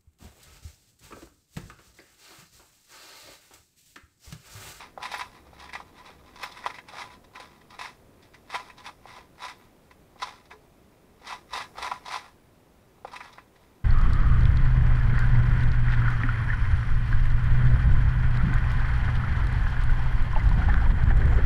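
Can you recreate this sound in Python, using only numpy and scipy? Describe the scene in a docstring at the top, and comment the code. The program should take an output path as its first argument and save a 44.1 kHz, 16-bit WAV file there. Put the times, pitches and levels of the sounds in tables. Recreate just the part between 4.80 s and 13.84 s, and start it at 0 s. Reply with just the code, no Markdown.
"""A busy clatter of small loose parts: a hand rummages through a plastic bin on a workbench.
Each stroke sets off a shower of tiny collisions that ring the bin's walls. Single parts drop with a clack,
fingers knock on the hollow floor, and a few pings, metal shivers and dull bench bumps join in.
The cluttered workshop answers briefly over a soft rumble, a low hum and microphone hiss."""
import sys
import numpy as np
from scipy import signal
from scipy.fft import rfft, irfft, next_fast_len
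from scipy.io import wavfile
from scipy.ndimage import uniform_filter1d

SR = 44100
rng = np.random.default_rng(int(sys.argv[2]) if len(sys.argv) > 2 else 0)


def wav_record(signal):
    """Record a signal, one row per channel, as 16-bit PCM in the file named by sys.argv[1]."""
    frames = np.transpose(np.atleast_2d(signal))
    bounded = np.clip(frames, -1, 1)
    # unit amplitude maps onto the largest positive 16-bit level
    quanta = np.round(bounded * 32767).astype(np.int16)
    wavfile.write(sys.argv[1], SR, quanta)


N = 398663
TIME = np.arange(N) / SR
AGE = np.arange(SR // 6) / SR  # time since a hit [s]

# hand strokes: (peak time [s], swell [s], fade [s], relative clatter level [dB], wall over clatter [dB])
STROKES = [(.012, 0.11, .085, -44, 0.5), (.205, .03, .04, -62.5, 18), (.24, .034, .08, -39, 2),
           (.345, 0.08, 0.092, -39, -1), (0.409, .05, 0.092, -45, 4), (.555, 0.095, 0.092, -56, 2),
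           (.668, .03, 0.052, -61.5, 4), (.735, 0.039, .08, -60, 1), (.838, .11, 0.092, -49, 1),
           (0.959, .04, 0.099, -50, 3.5), (1.08, 0.078, .08, -64, 2), (1.192, 0.069, 0.058, -53, 3),
           (1.265, 0.037, 0.11, -50, 1.5), (1.4, .08, 0.091, -66, 2.5), (1.482, 0.082, 0.09, -59.5, 4),
           (1.645, .1, 0.086, -42.5, 0.5), (1.784, 0.13, 0.09, -50, 0.5), (1.872, 0.094, .08, -46, 4.5),
           (1.96, 0.049, 0.062, -49.5, -3), (2.092, .018, 0.052, -52.5, 2), (2.2, .12, .095, -41, 2.5),
           (2.335, .07, .04, -52.5, 1), (2.562, 0.04, 0.055, -52, 9), (2.625, 0.059, 0.087, -50.5, 1.5),
           (2.715, 0.046, 0.14, -60, 2.5), (2.94, 0.049, 0.064, -53, 4.5), (3.04, 0.053, 0.088, -41, -1),
           (3.455, 0.077, 0.046, -62, -7.5), (3.547, 0.029, 0.065, -61.5, -2),
           (3.745, 0.052, 0.058, -38, 1), (3.797, 0.031, 0.048, -46, 4), (3.871, 0.11, 0.091, -54, 1.5),
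           (3.998, 0.035, 0.044, -51.5, 1.5), (4.063, 0.039, .06, -44, 1), (4.295, 0.072, 0.12, -50, 0.5),
           (4.372, 0.0828, 0.075, -50, 4), (4.635, 0.058, 0.0812, -41, 2.5),
           (4.69, 0.052, 0.058, -42, -1.5), (4.82, 0.098, 0.1, -63, 2), (5.42, .035, .06, -42, 1.5),
           (5.47, 0.046, 0.096, -45, 2.5), (5.56, .06, .13, -59, -0.5), (5.713, .018, 0.047, -52, 5.5),
           (6.509, 0.081, 0.08, -39, 1), (6.757, 0.051, .09, -35, 1.5), (6.814, .05, 0.05, -40, -1),
           (6.985, 0.033, 0.063, -43, 4), (7.055, 0.077, 0.069, -36, 3), (7.14, .04, 0.074, -47, 4),
           (7.335, 0.087, 0.089, -35, 1.5), (7.453, 0.039, 0.078, -53.5, 4.5),
           (8.275, 0.019, 0.055, -52.5, 4), (8.328, .025, .13, -48.5, 3.5), (8.445, 0.059, 0.096, -51, 2.5),
           (8.54, .05, 0.12, -58.5, 2.5), (8.825, .08, 0.17, -68.5, 2.5)]
STROKE_DROP_DB, STROKE_ROUND = 20, 1.25  # depth of a swell or fade; roundness of the top (1 = pointed)
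REST_CLATTER_DB, REST_WALL_DB = -75, -74.5  # relative levels while the fingers only feel about
# single parts striking a wall: (time [s], wall energy [dB], clack over wall [dB], brightness [dB])
DROPS = [(0.2285, -16, 5.5, -2), (0.254, -11.5, 1, -1), (0.3163, -11, 0, 0), (0.3402, -5, -1, -19),
         (0.3944, -10.5, 0, -4), (0.41, -7, -1, -9.5), (0.7983, -26, 5, -4), (.8918, -25, 7.5, -10),
         (0.9326, -17, 7, -4.5), (0.9524, -9.5, 2, -11.5), (1.0015, -13, -13, -2), (1.5585, -23, -1, 5),
         (1.6211, -20, -2, -1), (1.6324, -8, 2, -3.5), (1.718, -27, 6, 10), (1.77, -25, 7.5, -6),
         (1.841, -24, 10, -17), (1.8619, 1.5, -8.5, -3.5), (1.9015, -15.5, 1.5, -10),
         (1.9427, -21.5, 2.5, -5), (1.9856, -19, 4.5, -14), (2.0856, -23.5, 4.5, -1), (2.216, -12.5, 0, -8),
         (2.302, -28.5, 3, -12), (2.443, -31.5, -0.5, 0), (2.5565, -23.5, 8, -9.5),
         (2.5997, -23.5, 6, -1.5), (2.8119, -34, 4, -3), (2.9053, -29.5, 5, 5), (2.9917, -12, -1, -1),
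         (3.0118, -9, -1.5, -3), (3.0547, -16.5, 4, -20), (3.427, -39, 8, 4), (3.543, -31.5, 8, -5),
         (3.701, -19, 1, -4), (3.7434, -4.5, -2, -10), (3.7535, -1.5, -5, -2), (3.8996, -25, 5, -11),
         (3.9797, -24.5, -0.5, 12), (4.063, -15, 1, -2.5), (4.0878, -15, -8, -8), (4.649, -14, 0, 3),
         (5.1105, -28.5, 2.5, -6), (5.4198, -7.5, -4, -5), (5.4265, -2, -6.5, 17), (5.655, -37.5, 4, 3),
         (5.7127, -22.5, 2.5, -15), (6.471, -23.5, 8, 7), (6.525, -9, -9, 5.5), (6.7339, -5, -4.5, 7),
         (6.7715, -14, 1, 3), (6.8061, -7.5, -5, -14), (6.9829, -10, -12, 10), (7.0248, -8.5, -0.5, 0),
         (7.0731, -10, -5, -10), (7.1138, 1, -13.5, -5.5), (7.259, -14, -3, 4), (7.2817, -10, -6, 7),
         (7.3595, -4, -10, 11), (8.334, -15, -8.5, -1), (8.3603, -20, 8.5, -6), (8.4053, -14, 0, -12.5),
         (8.528, -30.5, 4, 8), (8.5823, -18.5, -2, -16), (8.7596, -37, 3.5, -2)]
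DROP_THUMP_DB = -27.5  # a light part hardly moves the floor
GRAZE_LEAD_S, GRAZE_DB = .006, -12.5  # a falling part brushes its neighbours just before it strikes
# fingers knocking on the bin's floor: (time [s], thump energy [dB])
TOCKS = [(0.1759, -10.5), (.6667, -29), (0.7295, -26), (1.2967, -24), (1.6324, -18), (2.1352, -20),
         (2.5996, -21.5), (4.2555, -20), (4.3821, -20), (5.3588, -24.5), (6.414, -29), (6.7334, -21),
         (6.955, -24), (6.9849, -13.5), (8.181, -31), (8.2478, -8.5)]
TOCK_WALL_DB, TOCK_CLACK_DB, TOCK_BRIGHT_DB = -5, -18, -6  # a soft finger shakes walls but few parts

# ring of the bin's walls: (frequency [Hz], relative level [dB], t60 [s])
WALL_MODES = [(560, -16, .04), (708, -9, .045), (778, -7, .045), (832, -4, .06), (915, -9, .04),
              (975, -6, .045), (1006, 2, .065), (1140, -8, .045), (1222, -6, .055), (1280, -9, .045),
              (1370, -10, .055)]
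# ring of the parts and the bin's higher modes: (frequency [Hz], relative level [dB], t60 [s])
PART_MODES = [(1554, -10.5, 0.032), (1686, -7, 0.12), (1803, -4.5, 0.051), (1946, 2.5, 0.045),
              (2020, 3.5, 0.026), (2200, 0, 0.032), (2296, -9.5, 0.023), (2410, 0, 0.036),
              (2593, -3.5, 0.068), (2840, -16.5, 0.072), (3230, -7, 0.086), (3484, -3.5, 0.068),
              (3657, -2.5, 0.042), (3877, -1.5, 0.058), (4300, -20.5, 0.11), (4630, -33, .04),
              (5066, -7, 0.041), (5620, -6, 0.02)]
# the bin's floor giving way under a blow: (frequency [Hz], relative level [dB], t60 [s])
FLOOR_MODES = [(405, -6, 0.035), (514, 0.5, 0.038), (630, -8, 0.029), (775, 0.5, 0.036)]
# the thin walls radiate little bass: (frequency [Hz], gain [dB])
WALL_EQ = [(200, -18.5), (450, 0), (620, -1.5), (760, -1.5), (1400, 1.5), (2200, -8), (5000, -23)]
# the parts are too small to radiate low tones: (frequency [Hz], gain [dB])
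PART_EQ = [(300, -28), (900, -4), (1500, 0.5)]
# the crack of a hard contact: (frequency [Hz], gain [dB])
CRACK_EQ = [(900, -32.5), (1500, 2.5), (2300, 3), (2900, -3.5), (3700, 0), (5400, -2), (7000, -12.5),
            (8600, -12.5), (10500, -14), (11900, -26.5), (14000, -23), (16000, -40)]

# things left ringing freely: (time [s], pitch [Hz], level [dB], t60 [s])
PINGS = [(.378, 10770, -43.5, 0.076), (4.78, 13810, -62.5, .15), (5.73, 427.6, -49, 0.29)]
# tiny metal bits shivering against each other: (time [s], energy [dB])
SHIVERS = [(.318, -33), (.345, -32), (.377, -32), (1.634, -26)]
# the hand pressing the bin against the bench: (time [s], level [dB])
BUMPS = [(6.71, -48), (6.98, -43)]

# the workshop's reverb decay: (frequency [Hz], t60 [s])
ROOM_DECAY = [(200, 1), (1000, 0.12), (4000, 0.19), (12000, 0.77)]
# tone of the room air and hiss: (frequency [Hz], gain [dB])
AIR_EQ = [(12, -30), (20, -2), (70, -4.5), (191, -7.5), (259, -7), (315, -10), (372, -7), (465, -11.5),
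          (565, -13.5), (2150, -26), (2330, -25), (4430, -32), (15500, -35)]
# the rumble's rise and fall: (time [s], relative level [dB])
RUMBLE_LEVELS = [(0, -60.5), (4.2, -62.5), (6.3, -65.5), (7, -57), (7.6, -67), (9.04, -65)]
# the hum's rise and fall: (time [s], relative level [dB])
HUM_LEVELS = [(0, -57), (1.01, -55.5), (1.9, -61), (3.1, -72), (9.04, -70)]
AIR_DB, HIGH_CUT_HZ = -60, 15700


def rattle(variants=24):
    """Parts tumble and slide over each other; a harder stroke makes more and louder collisions."""
    wall_db, clatter_db = stroke_levels()
    hits_per_s = np.clip(650 * amp(.3 * (clatter_db + 40)), 180, 1100)
    hits = np.flatnonzero(rng.random(N) < hits_per_s / SR)
    blows = np.zeros(N)
    blows[hits] = amp(3.4 * rng.standard_normal(len(hits)))
    # the collisions of a moment share the energy that the hand gives them
    blows /= np.sqrt(np.abs(uniform_filter1d(blows ** 2, size=700)) + 1e-5)
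    # pieces from dull to bright, each touching its own spot of the bin
    walls = [wall_ring(push=0.43) for _ in range(variants)]
    pieces = [part_clack(crack_db=-1.5, direct=0.86, bright_db=b) for b in np.linspace(-6, 3, variants)]
    out = np.zeros(N)
    for i, k in zip(hits, rng.integers(variants, size=len(hits))):
        collision = amp(wall_db[i] - 0.8) * walls[k] + amp(clatter_db[i] - 1.42) * pieces[k]
        add(out, i / SR, blows[i] * collision)
    sliding_rustle = noise(CRACK_EQ)
    return out + amp(clatter_db - 9.0) * sliding_rustle


def stroke_levels():
    """Wall and clatter envelopes in dB: each stroke swells and fades, and overlaps add their power."""
    wall_power = np.full(N, amp(REST_WALL_DB) ** 2)
    clatter_power = np.full(N, amp(REST_CLATTER_DB) ** 2)
    for s, swell_s, fade_s, db, wall_db in STROKES:
        span = slice(max(int((s - 2 * swell_s) * SR), 0), int((s + 2 * fade_s) * SR))
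        t = TIME[span] - s
        level_db = db - STROKE_DROP_DB * np.maximum(-t / swell_s, t / fade_s) ** STROKE_ROUND
        clatter_power[span] += amp(level_db) ** 2
        wall_power[span] += amp(level_db + wall_db) ** 2
    return 10 * np.log10(wall_power), 10 * np.log10(clatter_power)


def knocks():
    """Single parts hit a wall and fingers knock on the floor; each blow sounds floor, walls and parts."""
    blows = [(s, db + DROP_THUMP_DB, db, db + clack_db, bright) for s, db, clack_db, bright in DROPS]
    blows += [(s, db, db + TOCK_WALL_DB, db + TOCK_CLACK_DB, TOCK_BRIGHT_DB) for s, db in TOCKS]
    out = np.zeros(N)
    for s, thump_db, wall_db, clack_db, bright_db in blows:
        add(out, s, amp(thump_db) * floor_thump())
        add(out, s, amp(wall_db) * wall_ring(push=0.21))
        add(out, s, amp(clack_db) * skitter(bright_db))
    for s, db, clack_db, bright_db in DROPS:
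        add(out, s - GRAZE_LEAD_S, amp(db + clack_db + GRAZE_DB) * skitter(bright_db))
    return out


def wall_ring(push):
    """The struck wall swings briefly under the push, then rings on in its modes."""
    swing = unit_energy(damped_sine(hz=980, t60=0.014))
    return unit_energy(colour(ring(WALL_MODES, scatter_db=6.5) + push * swing, WALL_EQ))


def part_clack(crack_db, direct, bright_db):
    """A crack and the short ring of the parts; a harder contact favours their upper modes."""
    clack = ring(PART_MODES, scatter_db=8.5) + amp(crack_db) * crack(direct) + amp(-25) * tinkle()
    hardness_eq = [(2300, 0), (3600, bright_db), (6000, bright_db),
                   (9000, min(bright_db, .5 * bright_db))]
    return unit_energy(colour(colour(clack, PART_EQ), hardness_eq))


def crack(direct):
    """A sharp click of strength `direct` and its quick echoes between the bin's walls."""
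    burst = unit_energy(rng.standard_normal(len(AGE)) * fade(AGE, t60=0.059))
    burst[0] += direct
    return unit_energy(colour(burst, CRACK_EQ))


def skitter(bright_db, contacts=3):
    """A part lands on its neighbours in a few quick contacts, each softer than the last."""
    out = np.zeros(len(AGE))
    gaps_s = .003 * rng.uniform(.5, 1.5, contacts)
    for k, s in enumerate(np.cumsum(gaps_s) - gaps_s[0]):
        add(out, s, amp(-2.5 * k) * part_clack(crack_db=0, direct=0.35, bright_db=bright_db))
    return unit_energy(out)


def floor_thump():
    """The hollow thunk of the bin's floor, too small to give deep bass."""
    floor_eq = [(200, -29.5), (480, -6.5), (1000, 0.5), (3000, -23)]
    return unit_energy(colour(ring(FLOOR_MODES, scatter_db=5.5), floor_eq))


def tinkle(mode_count=6):
    """A tiny metal piece rings in a few high modes of its own."""
    modes = [(hz, along(CRACK_EQ, hz), .07) for hz in rng.uniform(5000, 15000, mode_count)]
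    return ring(modes, scatter_db=14)


def pings():
    """Now and then something rings on with one clear tone."""
    out = np.zeros(N)
    attack = 1 - fade(AGE, t60=0.014)
    for s, hz, db, t60 in PINGS:
        add(out, s, amp(db) * damped_sine(hz, t60) * attack)
    return out


def shivers(mode_count=16):
    """The smallest bits ring in a cloud of very high modes."""
    out = np.zeros(N)
    for s, db in SHIVERS:
        modes = [(hz, 0, .09) for hz in rng.uniform(12000, 15500, mode_count)]
        add(out, s, amp(db) * ring(modes, scatter_db=6))
    return out


def bench_bumps():
    """The bench top gives a dull bump as the hand presses the bin against it."""
    out = np.zeros(N)
    attack = 1 - fade(AGE, t60=0.049)
    for s, db in BUMPS:
        add(out, s, amp(db) * damped_sine(hz=60, t60=0.21) * attack)
    return out


def workshop_reverb(x):
    """A diffuse tail; the mids die first, while lows and the very top linger."""
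    hz, t, spectrum = signal.stft(rng.standard_normal(SR // 2), SR, nperseg=256)
    decay = fade(t, along(ROOM_DECAY, hz)[:, None])
    _, tail = signal.istft(spectrum * decay, SR, nperseg=256)
    response = np.pad(unit_energy(tail), (SR // 200, 0))  # 5 ms pre-delay
    return signal.fftconvolve(x, response)[:N]


def room_tone():
    """Room air with microphone hiss, a soft rumble and a wavering hum near 69 Hz."""
    air = amp(AIR_DB) * noise(AIR_EQ)
    rumble = noise([(25, -2.5), (90, 1.5), (300, -1.5), (700, -6.5), (3000, -30)])
    hum = noise([(55, -51.5), (66, -12), (69, 7), (72, 1), (85, -71), (400, -100)])
    return air + amp(envelope(RUMBLE_LEVELS) + 2.5) * rumble + amp(envelope(HUM_LEVELS) - 7.5) * hum


def ring(modes, scatter_db):
    """Damped modes with a total energy of 1; every spot that is struck weights them anew."""
    hz, db, t60 = np.transpose(modes)[:, :, None]
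    gain = amp(db + scatter_db * rng.uniform(-1, 1, hz.shape))
    polarity = rng.choice([-1, 1], hz.shape)
    detune = 1 + .006 * rng.standard_normal(hz.shape)  # fingers and parts load the walls
    return unit_energy(np.sum(gain * polarity * damped_sine(hz * detune, t60), axis=0))


def damped_sine(hz, t60):
    """One mode ringing out after a hit."""
    return np.sin(2 * np.pi * hz * AGE) * fade(AGE, t60)


def noise(eq):
    """A bed of coloured noise at rms 1."""
    x = colour(rng.standard_normal(N), eq)
    return x / np.sqrt(np.mean(x ** 2) + 1e-20)


def colour(x, eq):
    """Minimum-phase EQ through (frequency [Hz], gain [dB]) points."""
    size = 2 * next_fast_len(len(x))
    gain = amp(along(eq, np.fft.rfftfreq(size, 1 / SR)))
    cepstrum = irfft(np.log(gain), size)
    # fold onto positive time so nothing rings ahead of a hit
    cepstrum[1:size // 2] *= 2
    cepstrum[size // 2 + 1:] = 0
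    return irfft(rfft(x, size) * np.exp(rfft(cepstrum)), size)[:len(x)]


def along(points, hz):
    """Read (frequency [Hz], value) points on a log axis."""
    point_hz, values = np.transpose(points)
    return np.interp(np.log(hz + 1), np.log(point_hz), values)


def envelope(points):
    """One level per sample from (time [s], level [dB]) points."""
    return np.interp(TIME, *np.transpose(points))


def fade(t, t60):
    """Exponential decay, 60 dB down at t60."""
    return np.exp(-np.log(1000) * t / t60)


def amp(db):
    """Decibels to gain."""
    return 10 ** (np.asarray(db) / 20)


def unit_energy(x):
    """Scale to energy 1."""
    return x / np.linalg.norm(x)


def add(track, s, sound):
    """Mix a sound in at s seconds."""
    span = track[max(round(s * SR), 0):][:len(sound)]
    span += sound[:len(span)]


def scene():
    """The bin up close, with the workshop's reverb and room tone behind it, in mono."""
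    close = rattle() + knocks() + pings() + shivers() + bench_bumps()
    return (close + amp(-11) * workshop_reverb(close) + room_tone())[None]


def record(dry):
    """A brick-wall high cut takes off the very top."""
    size = next_fast_len(N + SR // 2)
    passband = np.fft.rfftfreq(size, 1 / SR) < HIGH_CUT_HZ
    return irfft(rfft(dry, size) * passband, size)[..., :N]


dry = scene()
out = record(dry)
wav_record(out)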